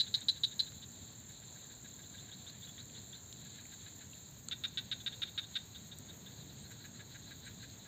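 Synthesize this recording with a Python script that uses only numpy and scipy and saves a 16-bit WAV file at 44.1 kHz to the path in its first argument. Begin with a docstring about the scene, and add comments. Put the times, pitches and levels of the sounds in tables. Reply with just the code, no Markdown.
"""Small frogs, near and far, call in runs of rattling clicks at a weedy pond by day.
Each call is a row of pulses ringing a vocal sac and throat, with scatter from reeds and bank.
A cricket's gated wing tone trills until it is disturbed; high peeps slide down.
Stems tick and leaves crackle as noise puffs; far frogs, insects, a far engine and air are
coloured noise whose bands flicker in level."""
import sys
import numpy as np
from scipy import signal
from scipy.fft import rfft, irfft, next_fast_len
from scipy.io import wavfile

SR = 44100
rng = np.random.default_rng(int(sys.argv[2]) if len(sys.argv) > 2 else 0)


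def master(y):
    """Save y as 16-bit WAV."""
    cut = np.clip(np.atleast_2d(y).T, -1, 1)
    pcm = np.round(cut * 32767)  # scale
    wavfile.write(sys.argv[1], SR, pcm.astype(np.int16))


N = 347067


def from_db(db):
    """Decibels to amplitude gain."""
    return 10 ** (np.asarray(db) / 20)


def rms_one(x):
    """Scale to rms 1."""
    return x / np.sqrt(np.mean(x ** 2) + 1e-20)


def gain_curve(rows):
    """Gain per sample from (time [s], level [dB]) rows."""
    return from_db(np.interp(np.arange(N) / SR, *np.transpose(rows)))


def drift(rate_hz):
    """Linear interpolation between unit-spread random points, rate_hz of them a second."""
    points = rng.standard_normal(1000)
    return np.interp(np.arange(N) / SR * rate_hz, np.arange(1000), points)


def coloured(spectrum, patchy_db, rate_hz):
    """Noise of rms 1 with this spectrum, in six overlapping bands that flicker independently."""
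    size = next_fast_len(N)
    log_hz = np.log(np.arange(size // 2 + 1) * SR / size + 1e-3)
    points_hz, points_db = np.transpose(spectrum)
    log_points = np.log(points_hz)
    tone_db = np.interp(log_hz, log_points, points_db, -120, -120)
    bins = rfft(rng.standard_normal(size)) * from_db(tone_db)
    place = np.interp(log_hz, log_points[[0, -1]], [0, 5])
    total = np.zeros(N)
    for k in range(6):
        weight = np.sqrt(np.clip(1 - abs(place - k), 0, 1))
        band = irfft(bins * weight, size)[:N]
        total += band * from_db(patchy_db * drift(rate_hz))
    return rms_one(total)


def add(out, start_s, sound):
    """Mix a sound in at start_s."""
    at = round(start_s * SR)
    out[at:at + len(sound)] += sound[:max(N - at, 0)]


def air():
    """Steady broadband noise with flickering bands."""
    # Air spectrum: (frequency [Hz], relative level [dB])
    air_tone = [(600, 6.5), (5000, -5), (8400, -10), (10000, -7.5), (11600, -9.5), (12900, -4),
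                (13200, 0.5), (15700, 4)]
    return from_db(-66.5) * coloured(air_tone, patchy_db=2.3, rate_hz=30)


def engine():
    """Far engine hum: mostly low noise on a slow level curve."""
    # Engine level: (time [s], rms level [dB])
    engine_level = [(0, -56), (3, -57), (5, -57), (6.2, -55), (7.87, -56)]
    # Engine spectrum: (frequency [Hz], relative level [dB])
    engine_tone = [(12, -53), (20, -24), (22, -34), (32, -36), (35, -49), (48, -13.5), (108, 3), (144, -2),
                   (181, -4.5), (224, -6), (369, -14.5), (821, -25), (981, -23.5), (1240, -34.5),
                   (1400, -26), (1820, -33.5), (3080, -120)]
    return gain_curve(engine_level) * coloured(engine_tone, patchy_db=1.26, rate_hz=5)


def shimmer():
    """Insect chorus blurred into high noise with fast level flicker."""
    # Shimmer level: (time [s], rms level [dB])
    shimmer_level = [(0, -57), (1.1, -59), (3.2, -59), (3.9, -57.5), (4.4, -59.5), (7.87, -59)]
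    # Shimmer spectrum: (frequency [Hz], relative level [dB])
    shimmer_tone = [(3350, -52), (5700, -17), (5880, -17), (6140, -7.5), (6470, 4.5), (6780, 8.5),
                    (7140, 3), (7560, 5), (7780, -13.5), (7980, -10.5), (8470, -11), (8630, -32),
                    (8800, -22), (8860, -20), (9000, -37), (11700, -62), (19800, -120)]
    return gain_curve(shimmer_level) * coloured(shimmer_tone, patchy_db=2.5, rate_hz=70)


def chorus():
    """Far frogs blurred together into flickering noise."""
    # Far chorus level: (time [s], rms level [dB])
    chorus_level = [(0, -60), (.5, -60), (1.2, -62), (2.5, -61), (3.2, -63), (3.7, -60), (4.3, -63),
                    (5.2, -61), (6.6, -62.5), (7.6, -59.5), (7.87, -64)]
    # Far chorus spectrum: (frequency [Hz], relative level [dB])
    chorus_tone = [(680, -48), (1150, -11.5), (1300, -32), (1650, -6.5), (1890, -6.5), (2890, -12.5),
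                   (3220, -5), (3910, 5.5), (4580, -3.5), (4980, -19), (5200, -46), (6760, -55),
                   (11400, -120)]
    return gain_curve(chorus_level) * coloured(chorus_tone, patchy_db=3.0, rate_hz=22)


def crackle():
    """Tiny random ticks in the leaves: sparse bright clicks of uneven size."""
    rate_per_s, faintest_db = 30, -62.5   # level ahead of the filters
    born = rng.random(N) < rate_per_s / SR
    extra_db = 5.5 * np.minimum(rng.exponential(1, N), 2.5)
    clicks = born * from_db(faintest_db + extra_db)
    decay = signal.lfilter([1], [1, -.97], clicks + 1e-18)   # dies within a few ms
    puffs = decay * rng.standard_normal(N)
    return signal.sosfilt(signal.butter(2, 5500, "high", fs=SR, output="sos"), puffs)


def ticks():
    """Very short decaying noise puffs, each coloured by the stem that snaps."""
    # Stem ticks: (time [s], peak level [dB], band centre [Hz], band width [octaves])
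    tick_rows = [(.132, -46, 8000, 1.6), (.2075, -37, 8000, .3), (.721, -43, 2270, 2.2),
                 (1.292, -49, 9000, 1.5), (2.46, -49, 8350, .5), (2.687, -47, 7500, .9),
                 (2.78, -49, 1910, .5), (2.898, -50, 2800, .44), (3.3265, -41, 3700, .6),
                 (3.3265, -43, 7200, .4), (3.654, -48.5, 2200, .4), (4.133, -47.5, 2774, .29),
                 (4.311, -41, 13000, .9), (4.385, -46, 13900, .6), (4.485, -36, 3900, .35),
                 (4.4855, -29, 7200, .3), (4.487, -50, 1150, .47), (4.851, -49, 10000, .9),
                 (5.124, -52, 6570, 1.0), (5.878, -47, 9820, .9), (5.9855, -44, 13000, .4),
                 (5.9865, -36, 7300, .35), (6.165, -51, 11500, .7), (7.7, -48, 4000, .6)]
    t60_s = 0.0076
    out, t = np.zeros(N), np.arange(600) / SR
    for start_s, peak_db, centre_hz, octaves in tick_rows:
        puff = rng.standard_normal(600) * from_db(-60 * t / t60_s)
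        edges_hz = centre_hz * 2 ** (np.array([-.5, .5]) * octaves)
        edges_hz = np.minimum(edges_hz, [15000, 20000])
        snap = signal.sosfilt(signal.butter(2, edges_hz, "band", fs=SR, output="sos"), puff)
        add(out, start_s, from_db(peak_db) * snap / abs(snap).max())
    return out


def peeps():
    """Thin sine whistles sliding down 300 Hz under a half-sine envelope."""
    # Peeps: (time [s], peak level [dB], mid pitch [Hz], length [s])
    peep_rows = [(6.612, -61, 8310, 0.035), (7.45, -60, 8310, 0.035)]
    out = np.zeros(N)
    for start_s, peak_db, hz, length_s in peep_rows:
        t = np.arange(round(length_s * SR)) / SR
        envelope = np.sin(np.pi * t / length_s)
        cycles = hz * t + 150 * t * (1 - t / length_s)
        add(out, start_s, from_db(peak_db) * envelope * np.sin(2 * np.pi * cycles))
    return out


def cricket():
    """Near-pure wing tone, gated stroke by stroke, sinking in pitch along each chirp."""
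    # Wing strokes of one chirp: (place in the chirp [0-1], relative level [dB])
    strokes = [(.17, -4), (.51, 2), (.81, 6.5)]
    chirps_per_s, slowing_per_s2, first_place = 37.29, .08, .625   # rate and place at 0 s
    wing_hz, waver_hz, sink_hz = 7256, 11, 70   # mid pitch, random spread, fall along a chirp
    trill_db, trill_end_s = -59.7, 4.32
    t = np.arange(N) / SR
    place = ((chirps_per_s - slowing_per_s2 * t / 2) * t + first_place) % 1
    gate = sum(from_db(db) * np.exp(-((place - p) / 0.1) ** 2) for p, db in strokes)
    pitch_hz = wing_hz + waver_hz * drift(17) - sink_hz * (place - .5)
    tone = np.sin(2 * np.pi * np.cumsum(pitch_hz) / SR)
    singing = np.clip((trill_end_s - t) / .01, 0, 1)
    return from_db(trill_db + 1.4 * drift(30.25)) * singing * rms_one(gate * tone)


def bank(x):
    """Dense scatter from reeds and bank: convolution with decaying noise."""
    scatter_db, t60_s = -11.5, 0.17
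    t = np.arange(SR // 3) / SR
    fade_in = np.clip(t / 0.0024, 0, 1)
    echoes = rng.standard_normal(len(t)) * from_db(-60 * t / t60_s) * fade_in
    echoes /= np.sqrt(np.sum(echoes ** 2))
    return from_db(scatter_db) * signal.fftconvolve(x, echoes)[:N]


def ring(t, hz, t60_s):
    """Damped sine that swells softly from t = 0."""
    swell_s = 0.00055
    t = np.maximum(t, 0)
    swell = 1 - np.exp(-(t / swell_s) ** 2)
    return swell * np.sin(2 * np.pi * hz * t) * from_db(-60 * t / t60_s)


def frogs():
    """Each call is a row of pulses; each rings the sac and the lower throat, with an air rasp."""
    # Vocal sac modes: (multiple of pitch, relative level [dB], t60 [s])
    sac_modes = [(1.0, 19, 0.019), (1.05, 4, 0.024), (1.10, -2, 0.019), (0.929, -14, 0.0098),
                 (1.17, -18, 0.013), (1.92, -23, 0.0073), (3.4, -35, .005)]
    # Throat modes: (frequency ahead of the size multiple [Hz], relative level [dB], t60 [s])
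    throat_modes = [(1570, 6, 0.012), (1840, 4, 0.011), (2050, -1, 0.01), (2410, 2, 0.014),
                    (2630, 1, 0.014)]
    # Runs, each sung by one frog (one frog may sing more than one run): ((sac pitch [Hz], throat level against
    # sac [dB], call length [s], pitch rise across a call [share], throat pitch [multiple]), calls), calls:
    # (time [s], sac rms level [dB])
    frog_runs = [ ((3955, -27, .016, .02, 1.08), [(0.0, -27), (.141, -28), (.2841, -26.5), (.435, -28),
                 (.593, -28.5)]), ((3830, -14, .021, .07, 1.05), [(.065, -49), (.213, -50), (.36, -51),
                 (.512, -52), (.665, -51.5), (.823, -51.5)]), ((3860, -1, .021, .02, 1.05), [(1.289, -63),
                 (1.42, -64), (1.557, -62), (1.698, -62.5), (1.844, -60.5), (1.988, -61.5), (2.139, -60),
                 (2.281, -61)]), ((3450, -8, .03, .03, .93), [(2.67, -57)]), ((3810, -13, .036, .19, 1.03),
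                 [(2.032, -59.5), (2.178, -55.5), (2.315, -53.5), (2.465, -52), (2.622, -53.5),
                 (2.778, -52.5), (2.95, -53.5), (3.128, -53)]), ((3890, -2.5, .023, .02, 1.07),
                 [(3.452, -62), (3.582, -59), (3.721, -58.5), (3.861, -57), (4.008, -58.5)]),
                 ((3700, -10.5, .021, .02, 1.005), [(4.512, -38.5), (4.6372, -36), (4.773, -36.5),
                 (4.914, -37), (5.062, -36.5), (5.2185, -36), (5.377, -36), (5.554, -36)]),
                 ((3660, -13, .022, .07, 1.03), [(5.002, -53.5), (5.124, -49.5), (5.272, -51),
                 (5.43, -51.5), (5.748, -51), (5.915, -51.5), (6.087, -53.5), (6.261, -53.5),
                 (6.414, -62)]), ((4050, -8, .036, .055, 1.03), [(6.494, -62), (6.635, -59), (6.792, -59),
                 (6.943, -60), (7.104, -61), (7.26, -59), (7.431, -57.5), (7.597, -59)]),
                 ((3950, 3, .022, .02, 1.06), [(6.707, -61), (6.841, -58), (6.993, -59), (7.145, -58),
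                 (7.308, -58.5), (7.465, -56.5), (7.628, -58.5), (7.847, -65)])]
    pulse_hz, pulse_jitter = 418, 0.1226   # jitter as a share of the interval
    call_spread, pulse_spread = .01, 0.013   # random pitch, as a share
    near_db, dulling = -40, .45   # fainter is far: throat tilt in dB per kHz per dB below near_db
    rasp_db, rasp_t60_s, rasp_band_hz = -25, 0.016, [5300, 8400]   # level against the sac
    voice_floor_hz = 1440   # so small a body sends out nothing low
    out, t = np.zeros(N), np.arange(2800) / SR
    rasp_filter = signal.butter(1, rasp_band_hz, "band", fs=SR, output="sos")
    calls = [call + frog for frog, run in frog_runs for call in run]
    for start_s, level_db, hz, throat_db, length_s, rise, size in calls:
        chance = rng.standard_normal((3, 18))
        starts_s = np.cumsum(1 + pulse_jitter * chance[0]) / pulse_hz
        starts_s -= starts_s[0]
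        strength = from_db(1.5 * chance[1])
        strength /= 1 + np.exp((starts_s - length_s) / 0.0017)   # pulses fade past the length
        glide = rise * (starts_s / max(length_s, .004) - .5)
        spread = pulse_spread * chance[2] + call_spread * rng.standard_normal()
        pitch_hz = hz * (1 + glide + spread)
        since_s = t[:, None] - starts_s

        sac = sum(from_db(db) * ring(since_s, k * pitch_hz, t60) for k, db, t60 in sac_modes)
        sac = sac @ strength
        tilt_db_per_hz = dulling * min(level_db - near_db, 0) / 1000
        throat = sum(from_db(db + tilt_db_per_hz * f) * ring(since_s, size * f, t60)
                     for f, db, t60 in throat_modes)
        throat = throat @ strength
        scratch = (since_s > 0) * from_db(-60 * abs(since_s) / rasp_t60_s)
        rasp = signal.sosfilt(rasp_filter, rng.standard_normal(2800)) * (scratch @ strength)

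        body = round(length_s * SR)   # all parts are levelled over the body of the call
        voice = sac / sac[:body].std()
        voice += from_db(throat_db) * throat / throat[:body].std()
        voice += from_db(rasp_db) * rasp / rasp[:body].std()
        add(out, start_s, from_db(level_db) * voice)
    return signal.sosfilt(signal.butter(6, voice_floor_hz, "high", fs=SR, output="sos"), out)


def scene():
    """Frog calls with their scatter, small events and steady beds, as one channel."""
    beds = air() + engine() + shimmer() + chorus()
    events = crackle() + ticks() + peeps() + cricket()
    calls = frogs()
    return (beds + events + calls + bank(calls))[None]


def record(dry):
    """Hollow out a treble band, then cut the top."""
    # Treble hollow: (frequency [Hz], gain [dB])
    hollow_curve = [(8450, 1), (8650, -6.5), (9700, -16.5), (11480, -15), (11600, -4)]
    cutoff_hz = 15620
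    size = next_fast_len(N)
    hz = np.arange(size // 2 + 1) * SR / size
    gain = from_db(np.interp(hz, *np.transpose(hollow_curve), 0, 0))
    hollow = irfft(rfft(dry, size) * gain, size)[:, :N]
    return signal.sosfilt(signal.cheby2(24, 30, cutoff_hz, fs=SR, output="sos"), hollow)


dry = scene()
out = record(dry)
master(out)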